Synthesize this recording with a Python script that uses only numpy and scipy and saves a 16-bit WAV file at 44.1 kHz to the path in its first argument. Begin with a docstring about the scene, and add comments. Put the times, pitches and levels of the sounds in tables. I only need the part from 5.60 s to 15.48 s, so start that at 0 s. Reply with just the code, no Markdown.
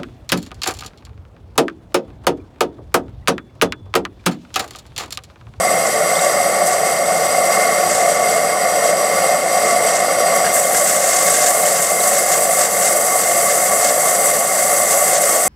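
"""On a cloth-covered bench, a small brass steam engine with rocking cylinders runs fast, heard close up.
Its exhaust beats blur into a hollow roar: noise pulsing at the beat rate, sent through pipe resonances.
Steam hisses at the port faces (resonant noise), water fizzes and spits (random drops and short noise bursts).
Halfway through, a hand moves the control lever: it clicks, the roar eases and a bright leak opens.
Bubbles ring as short tones that rise in pitch, over a faint room rumble."""
import sys
import numpy as np
from scipy.fft import rfft, irfft, next_fast_len
from scipy.io import wavfile
from scipy.ndimage import map_coordinates

SR = 44100
rng = np.random.default_rng(int(sys.argv[2]) if len(sys.argv) > 2 else 0)


def wav_record(signal):
    """Record a signal, one row per channel, as 16-bit PCM in the file named by sys.argv[1]."""
    frames = np.transpose(np.atleast_2d(signal))
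    bounded = np.clip(frames, -1, 1)
    # unit amplitude maps onto the largest positive 16-bit level
    quanta = np.round(bounded * 32767).astype(np.int16)
    wavfile.write(sys.argv[1], SR, quanta)


N = 435708  # samples, about 9.9 s

# Levels inside a table are relative; each sound then sets its own overall level.
# exhaust pipe resonances, lower and upper: (f/Hz, width/Hz, level/dB)
PIPE_LOW_MODES = [(108.5, 20, -26), (146, 17, -25.0), (174.6, 20.3, -15.5), (209, 18.7, -17),
                  (253, 25, -20.5), (303.7, 12, -18.5), (348, 17.6, -14.5), (386, 35, -19.4),
                  (451, 24, -8.5), (500, 9, -9.5), (554, 55, -3.5), (597.3, 28.4, -1), (683.7, 44.5, -0.5),
                  (728.4, 23.4, 0.0), (764, 36, -7), (871, 23, -15), (937, 43, -22)]
PIPE_HIGH_MODES = [(1031, 18, -7), (1136.3, 46, 1), (1274, 150, -8.5), (1445, 80, -9), (1635, 166, -23),
                   (1843, 115, -8), (1946, 36, -7), (2082, 45, -0.8), (2128, 89, -6)]
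# resonances of the steam escaping at the port faces: (f/Hz, width/Hz, level/dB)
PORT_MODES = [(2555, 120, -14.5), (2750, 64, -10.5), (3174, 97, -13), (3509, 2900, -17), (4260, 40, -10),
              (4615, 110, -7.5), (4887, 113, -3.5), (5754, 75, -3), (5870, 550, -9), (6660, 412, -15.5),
              (7200, 337, -12.5), (7430, 27, -2), (7680, 45, -4), (7910, 63, 1), (8140, 186, 1.5),
              (8432, 66, -4), (8940, 320, -10.5), (9650, 83, -9), (9900, 220, -11.5), (10640, 220, -5),
              (11200, 245, -10.5), (11659, 310, -10.5), (12460, 434, -16.5), (13430, 749, -22.7),
              (14503, 766, -21.5)]
# resonances of the leak at the control valve: (f/Hz, width/Hz, level/dB)
VALVE_MODES = [(6290, 510, -9.5), (7235, 280, -3.9), (7620, 30, 0), (7850, 54, -7), (7940, 100, -1),
               (8090, 91, 2.5), (8300, 250, -3.5), (8920, 400, -5.5), (9660, 90, -7), (9850, 190, -4.5),
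               (10570, 240, -2.5), (11260, 380, -9), (11651, 251, -8), (12407, 421, -10), (13290, 581, -16),
               (14300, 1141, -15.5)]
# short lifts of the valve off its seat, letting steam blow: (start t/s, level/dB)
VALVE_BLOWS = [(1.05, -22), (4.745, -24), (4.93, -18.5)]
# slow rise and fall in loudness of the steam: (t/s, level/dB)
STEAM_SWAY = [(0.0, 0.1), (0.66, 0.5), (1.56, -1.5), (1.92, 0.9), (2.16, -0.4), (3.3, -0.0), (3.9, -0.7),
              (4.08, 1.0), (4.68, -0.2), (4.74, 1.1), (5.46, -1.1), (5.76, 0), (6.72, 0.13), (8.22, -0.34),
              (8.64, 0.9), (8.94, -0.3), (9.12, 0.3), (9.87, 0.1)]
# surges of water carried out with the steam: (start t/s, length/s, level/dB)
WATER_SURGES = [(0.232, 0.033, -27.5), (0.563, 0.12, -29), (1.058, 0.069, -26.5), (1.85, .2, -38),
                (2.286, .1, -25), (2.442, 0.13, -30), (2.69, .1, -33), (3.23, .05, -30),
                (4.033, 0.074, -30), (4.26, .14, -27.5), (4.75, .04, -31), (4.94, 0.043, -25),
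                (5.136, .045, -21), (5.258, 0.3, -23.5), (5.55, 0.34, -22.5), (6.026, 0.066, -25),
                (6.155, 0.15, -26), (6.41, 0.19, -26), (6.69, 0.044, -24), (6.96, 0.077, -22),
                (7.21, 0.05, -22.5), (7.56, 0.19, -28), (7.87, 0.073, -27), (8.213, 0.085, -23.5),
                (8.953, .06, -25.5), (9.263, 0.071, -25), (9.504, .07, -21.5), (9.62, 0.15, -27.5)]
# tone colour of the spray: (f/Hz, level/dB)
SPRAY_TONE = [(300, -60), (1000, -39), (1600, 0.5), (2400, -10.5), (4000, -9), (5300, -4), (6200, -0.5),
              (7300, 4), (8500, 1), (10000, -13), (15000, -31)]
# reflections from nearby surfaces: (delay/s, gain as a plain factor)
NEAR_ECHOES = [(.00111, .2), (.0058, .3)]
# slugs of condensed water spat out: (t/s, level/dB)
WATER_SPITS = [(1.0674, -5), (1.1288, -8), (2.3496, -3), (2.7074, -8), (4.354, -8), (5.4404, -7),
               (5.5009, -3), (5.8157, -7), (6.4374, -4), (7.2544, -6), (9.6394, -6)]
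# larger bubbles ringing in the oily water: (t/s, level/dB, f/Hz)
LARGE_BUBBLES = [(0.5546, -17, 3400), (0.5654, -24, 4270), (0.5926, -16, 3700), (1.3828, -23, 4100),
                 (1.5998, -24, 4240), (3.6202, -24, 2730), (4.1619, -24, 3980), (4.2852, -19, 3060),
                 (6.0277, -22, 3830), (6.0541, -19, 2960), (6.4038, -18, 3820), (7.1756, -24, 3650)]
# clicks of the linkage and the control lever: (t/s, level/dB)
LEVER_CLICKS = [(2.894, -15), (4.8463, -10), (4.865, -8), (4.9657, -13), (5.1486, -11), (8.1209, -15)]
# ringing tones of the brass parts: (f/Hz, level/dB, time to fall 60 dB/s)
BRASS_MODES = [(1380, -9, 0.028), (1644, 2, 0.037), (1840, -0.5, .03), (2780, -10, 0.019)]
# tone colour of the workshop background: (f/Hz, level/dB)
WORKSHOP_TONE = [(10, -4), (30, -2), (70, -2), (130, 4), (400, -11.5), (2000, -9), (12000, -27)]
# left-right difference sound: (f/Hz, level/dB against the middle)
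STEREO_SIDE = [(30, 1), (70, -1), (130, -21), (300, -17), (500, -26), (740, -26), (950, -11), (1150, -20),
               (2100, -17.5), (3200, -54), (4400, -61), (6200, -46), (7600, -17.5), (11000, -8),
               (15000, -10.5)]
# how the two microphone ports differ in loudness: (f/Hz, left minus right level/dB)
PORT_TILT = [(110, -1.2), (400, -0.2), (750, -0.2), (1200, -1.3), (2100, 0.1), (3000, 0.1), (6500, 0.5),
             (8200, 0.6), (9300, 1), (9950, 8), (10450, 2), (10900, -0.5), (12400, -2.7), (15000, -.4)]
# how the two microphone ports differ in phase: (f/Hz, left lead/radians)
PORT_LEAD = [(6800, 0), (8200, -0.061), (9700, -.25), (10050, -.9), (10600, -1.25), (11400, -1.1),
             (12100, -0.54), (13000, 0.015)]

BEAT_HZ = 54.3  # average exhaust beats a second, four to a turn of the crank
LEVER_S, LEVER_TRAVEL_S = 4.905, 0.035  # when the lever opens the valve, and how long that takes
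SURGE_ATTACK_S, SURGE_RELEASE_S = 0.017, 0.037  # a surge swells quickly and drains more slowly
BLOW_S, BLOW_ATTACK_S, BLOW_RELEASE_S = 0.033, 0.011, 0.015  # when the fall starts, rise time, fall time
TOP_HZ = 15700  # upper limit of the finished sound


def amp(db):
    """Turn decibels into a gain factor."""
    return 10 ** (np.asarray(db) / 20)


def unit(x):
    """Scale a sound to an average (rms) level of 1."""
    return x / np.sqrt(np.mean(x ** 2) + 1e-20)


def along(points, hz):
    """Read a curve of (f/Hz, value) points on a log frequency axis."""
    f, v = np.transpose(points)
    return np.interp(np.log(hz + 1), np.log(f + 1), v)


def wobble(rate):
    """Make a smooth random curve through `rate` random points a second."""
    knots = rng.standard_normal(int(N * rate / SR) + 4)
    return map_coordinates(knots, [np.arange(N) * rate / SR])


def filtered(x, response):
    """Shape a sound by a response that depends on frequency."""
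    m = next_fast_len(N + SR // 4)  # spare room keeps the end from wrapping onto the start
    spectrum = rfft(x, m) * response(np.fft.rfftfreq(m, 1 / SR))
    return irfft(spectrum, m)[..., :N]


def resonate(x, modes):
    """Send a sound through steep-sided resonances whose powers add, then scale it to rms 1."""
    grid = np.arange(1, SR // 2, 2)
    skirt = np.sqrt(np.sqrt(2) - 1)  # makes the width a half-power width
    power = 0
    for hz, width, db in modes:
        offset = skirt * (grid ** 2 - hz ** 2) / (grid * width)
        power = power + (amp(db) / (1 + offset ** 2)) ** 2
    return unit(filtered(x, lambda f: np.interp(f, grid, np.sqrt(power))))


def turbulence():
    """Make two unrelated white noises: the middle and side sounds."""
    return rng.standard_normal((2, N))


def add(track, s, sound):
    """Mix a short sound into the track at time s."""
    part = track[..., max(round(s * SR), 0):][..., :sound.shape[-1]]
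    part += sound[..., :part.shape[-1]]


def swell(start, length, attack, release):
    """Shape a level that rises, holds and, `length` seconds after its start, begins to die away."""
    t = np.arange(N) / SR - start
    return np.clip(t / attack, 0, 1) * np.exp(-np.maximum(t - length, 0) / release)


def beats(drift=0.06, uneven=0.31):
    """Swing the steam flow as the ports open; slower swings make the two cylinders slightly unequal."""
    phase = 2 * np.pi * np.cumsum(BEAT_HZ * (1 + drift * wobble(2))) / SR
    return np.cos(phase) + uneven * np.cos(phase / 2) + uneven * np.cos(phase / 4 + 1)


def steam_sway(flicker_db=0.62, flicker_rate=12):
    """Let the loudness of the steam rise and fall slowly and flicker a little, in dB."""
    slow_db = np.interp(np.arange(N) / SR, *np.transpose(STEAM_SWAY))
    return slow_db + flicker_db * wobble(flicker_rate)


def lever():
    """Open the control valve: 0 before the lever moves, 1 after."""
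    return np.clip((np.arange(N) / SR - LEVER_S) / LEVER_TRAVEL_S, 0, 1)


def wetness(shut_db=-35.5, open_db=-30, waver_db=1.3, sputter_db=1.2):
    """Carry water in the steam: a trickle that grows when the valve opens, plus surges, all sputtering."""
    trickle = amp(shut_db + (open_db - shut_db) * lever() + waver_db * wobble(12))
    surge_power = 0
    for s, length, db in WATER_SURGES:
        surge_power = surge_power + (amp(db) * swell(s, length, SURGE_ATTACK_S, SURGE_RELEASE_S)) ** 2
    return np.sqrt(trickle ** 2 + surge_power) * amp(sputter_db * np.tanh(wobble(45)))


def exhaust(beat, sway_db, water, roar_db=-16.5, rasp_db=-23.0, roar_eased_db=-2.1, rasp_eased_db=-2.1,
            roar_beat_db=1.2, rasp_beat_db=1.24, roar_sway=0.38, rasp_sway=1.22, wet_rasp=2.6):
    """Puffs of steam sound the exhaust pipe; the open valve eases them and water makes them raspier."""
    roar = resonate(turbulence() * amp(roar_beat_db * beat), PIPE_LOW_MODES)
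    rasp = resonate(turbulence() * amp(rasp_beat_db * beat), PIPE_HIGH_MODES)
    opening = lever()
    roar_gain = amp(roar_db + roar_eased_db * opening + roar_sway * sway_db)
    rasp_gain = amp(rasp_db + rasp_eased_db * opening + rasp_sway * sway_db)
    return roar_gain * roar + rasp_gain * (1 + wet_rasp * water) * rasp


def port_hiss(beat, sway_db, level_db=-22.9, eased_db=-2.0, beat_db=-0.32, flutter_db=1.04):
    """Steam slips between the rocking cylinders and their port faces, less once the valve is open."""
    flow = amp(beat_db * beat + flutter_db * wobble(40))
    hiss = resonate(turbulence() * flow, PORT_MODES)
    return amp(level_db + eased_db * lever() + sway_db) * hiss


def valve_leak(beat, sway_db, shut_db=-34, open_db=-20, creep_db_per_s=0.33, sway=1.6,
               beat_db=0.5, flutter_db=1.15):
    """A thin bright jet opens with the lever, slowly strengthens, and flutters; brief blows add to it."""
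    flow = amp(beat_db * beat + flutter_db * wobble(60))
    open_s = np.maximum(np.arange(N) / SR - LEVER_S, 0)
    opening_db = shut_db + (open_db - shut_db) * lever()
    jet = amp(opening_db + creep_db_per_s * open_s + sway * sway_db)
    blows = sum(amp(db) * swell(s, BLOW_S, BLOW_ATTACK_S, BLOW_RELEASE_S) for s, db in VALVE_BLOWS)
    return np.hypot(jet, blows) * resonate(turbulence() * flow, VALVE_MODES)


def spray(beat, water, level_db=2.5, beat_db=0.9, clump_db=3.5, drops_per_s=5000, mist=0.28):
    """Tiny droplets burst in clumps over a fine mist; close reflections comb the fizz."""
    drops = np.sign(turbulence()) * (rng.random(N) < drops_per_s / SR)
    clumps = amp(beat_db * beat + clump_db * np.tanh(wobble(130)))

    def response(hz):
        comb = 1 + sum(gain * np.exp(-2j * np.pi * hz * delay) for delay, gain in NEAR_ECHOES)
        return amp(along(SPRAY_TONE, hz)) * comb

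    fizz = filtered((drops + mist * turbulence()) * clumps, response)
    return amp(level_db) * water * unit(fizz)


def spits(level_db=-10.0, t60=0.05, rise=0.002, centre_hz=6800, octaves=0.55):
    """Each slug of water tears apart in a short burst of noise around one bright band."""
    out, t = np.zeros((2, N)), np.arange(4096) / SR
    f = np.fft.rfftfreq(len(t), 1 / SR) + 1
    colour = np.exp(-0.5 * (np.log2(f / centre_hz) / octaves) ** 2)
    for s, db in WATER_SPITS:
        burst = unit(irfft(rfft(rng.standard_normal((2, len(t)))) * colour))
        fade = amp(db + level_db - 60 * t / t60)
        add(out, s, burst * fade * (1 - np.exp(-t / rise)))
    return out


def bubbles(level_db=1.5, small_db=-32, small_hz=3400, cycles=70, glide=0.08, count=220):
    """Bubbles ring for some cycles and rise in pitch; many small ones lie under the few large ones."""
    out, t = np.zeros((2, N)), np.arange(2048) / SR
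    small = []
    for u, v, w in rng.random((count, 3)):  # random time, level and pitch within one octave
        small.append((u * N / SR, small_db + 6 * v, small_hz * 2 ** (w - 0.5)))
    for s, db, hz in list(LARGE_BUBBLES) + small:
        age = t * hz / cycles  # reaches 1 when the ring has faded by 60 dB
        tone = np.sin(2 * np.pi * hz * t * (1 + glide * age))
        ring = tone * amp(-60 * age) * (1 - np.exp(-t / 0.0005))
        add(out[0], s, amp(db + level_db) * ring)  # middle only
    return out


def clicks(level_db=-7, crack=0.5, crack_t60=0.006):
    """Brass parts take up their play: a snap of noise and a well-damped ring."""
    out, t = np.zeros((2, N)), np.arange(4096) / SR
    for s, db in LEVER_CLICKS:
        ring = 0
        for hz, mode_db, t60 in BRASS_MODES:
            fade = amp(mode_db + rng.normal(0, 1.8) - 60 * t / t60)  # each strike differs a little
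            ring = ring + fade * np.sin(2 * np.pi * hz * t)
        snap = crack * amp(-60 * t / crack_t60) * rng.standard_normal(len(t))
        add(out[0], s, amp(db + level_db) * (ring + snap))  # middle only
    return out


def workshop(level_db=-50):
    """The faint rumble of the room is noise weighted towards low frequencies."""
    return amp(level_db) * unit(filtered(turbulence(), lambda hz: amp(along(WORKSHOP_TONE, hz))))


def microphones(pair):
    """The middle reaches both ports alike, the side in opposition; each port has its own colour."""
    mid = pair[0]
    side = filtered(pair[1], lambda hz: amp(along(STEREO_SIDE, hz)))

    def both_ports(hz):
        left = amp(along(PORT_TILT, hz) / 2) * np.exp(0.5j * along(PORT_LEAD, hz))
        return np.array([left, 1 / left])  # half of each difference goes to each port

    return filtered(np.array([mid + side, mid - side]), both_ports)


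def scene():
    """Mix all sources; the steam sounds share one beat and one sway, and water acts on exhaust and spray."""
    beat, sway_db, water = beats(), steam_sway(), wetness()
    steam = exhaust(beat, sway_db, water) + port_hiss(beat, sway_db) + valve_leak(beat, sway_db)
    condensate = spray(beat, water) + spits() + bubbles()
    return microphones(steam + condensate + clicks() + workshop())


def record(dry):
    """Keep nothing at or above the upper frequency limit."""
    return filtered(dry, lambda hz: hz < TOP_HZ)


dry = scene()
out = record(dry)
wav_record(out)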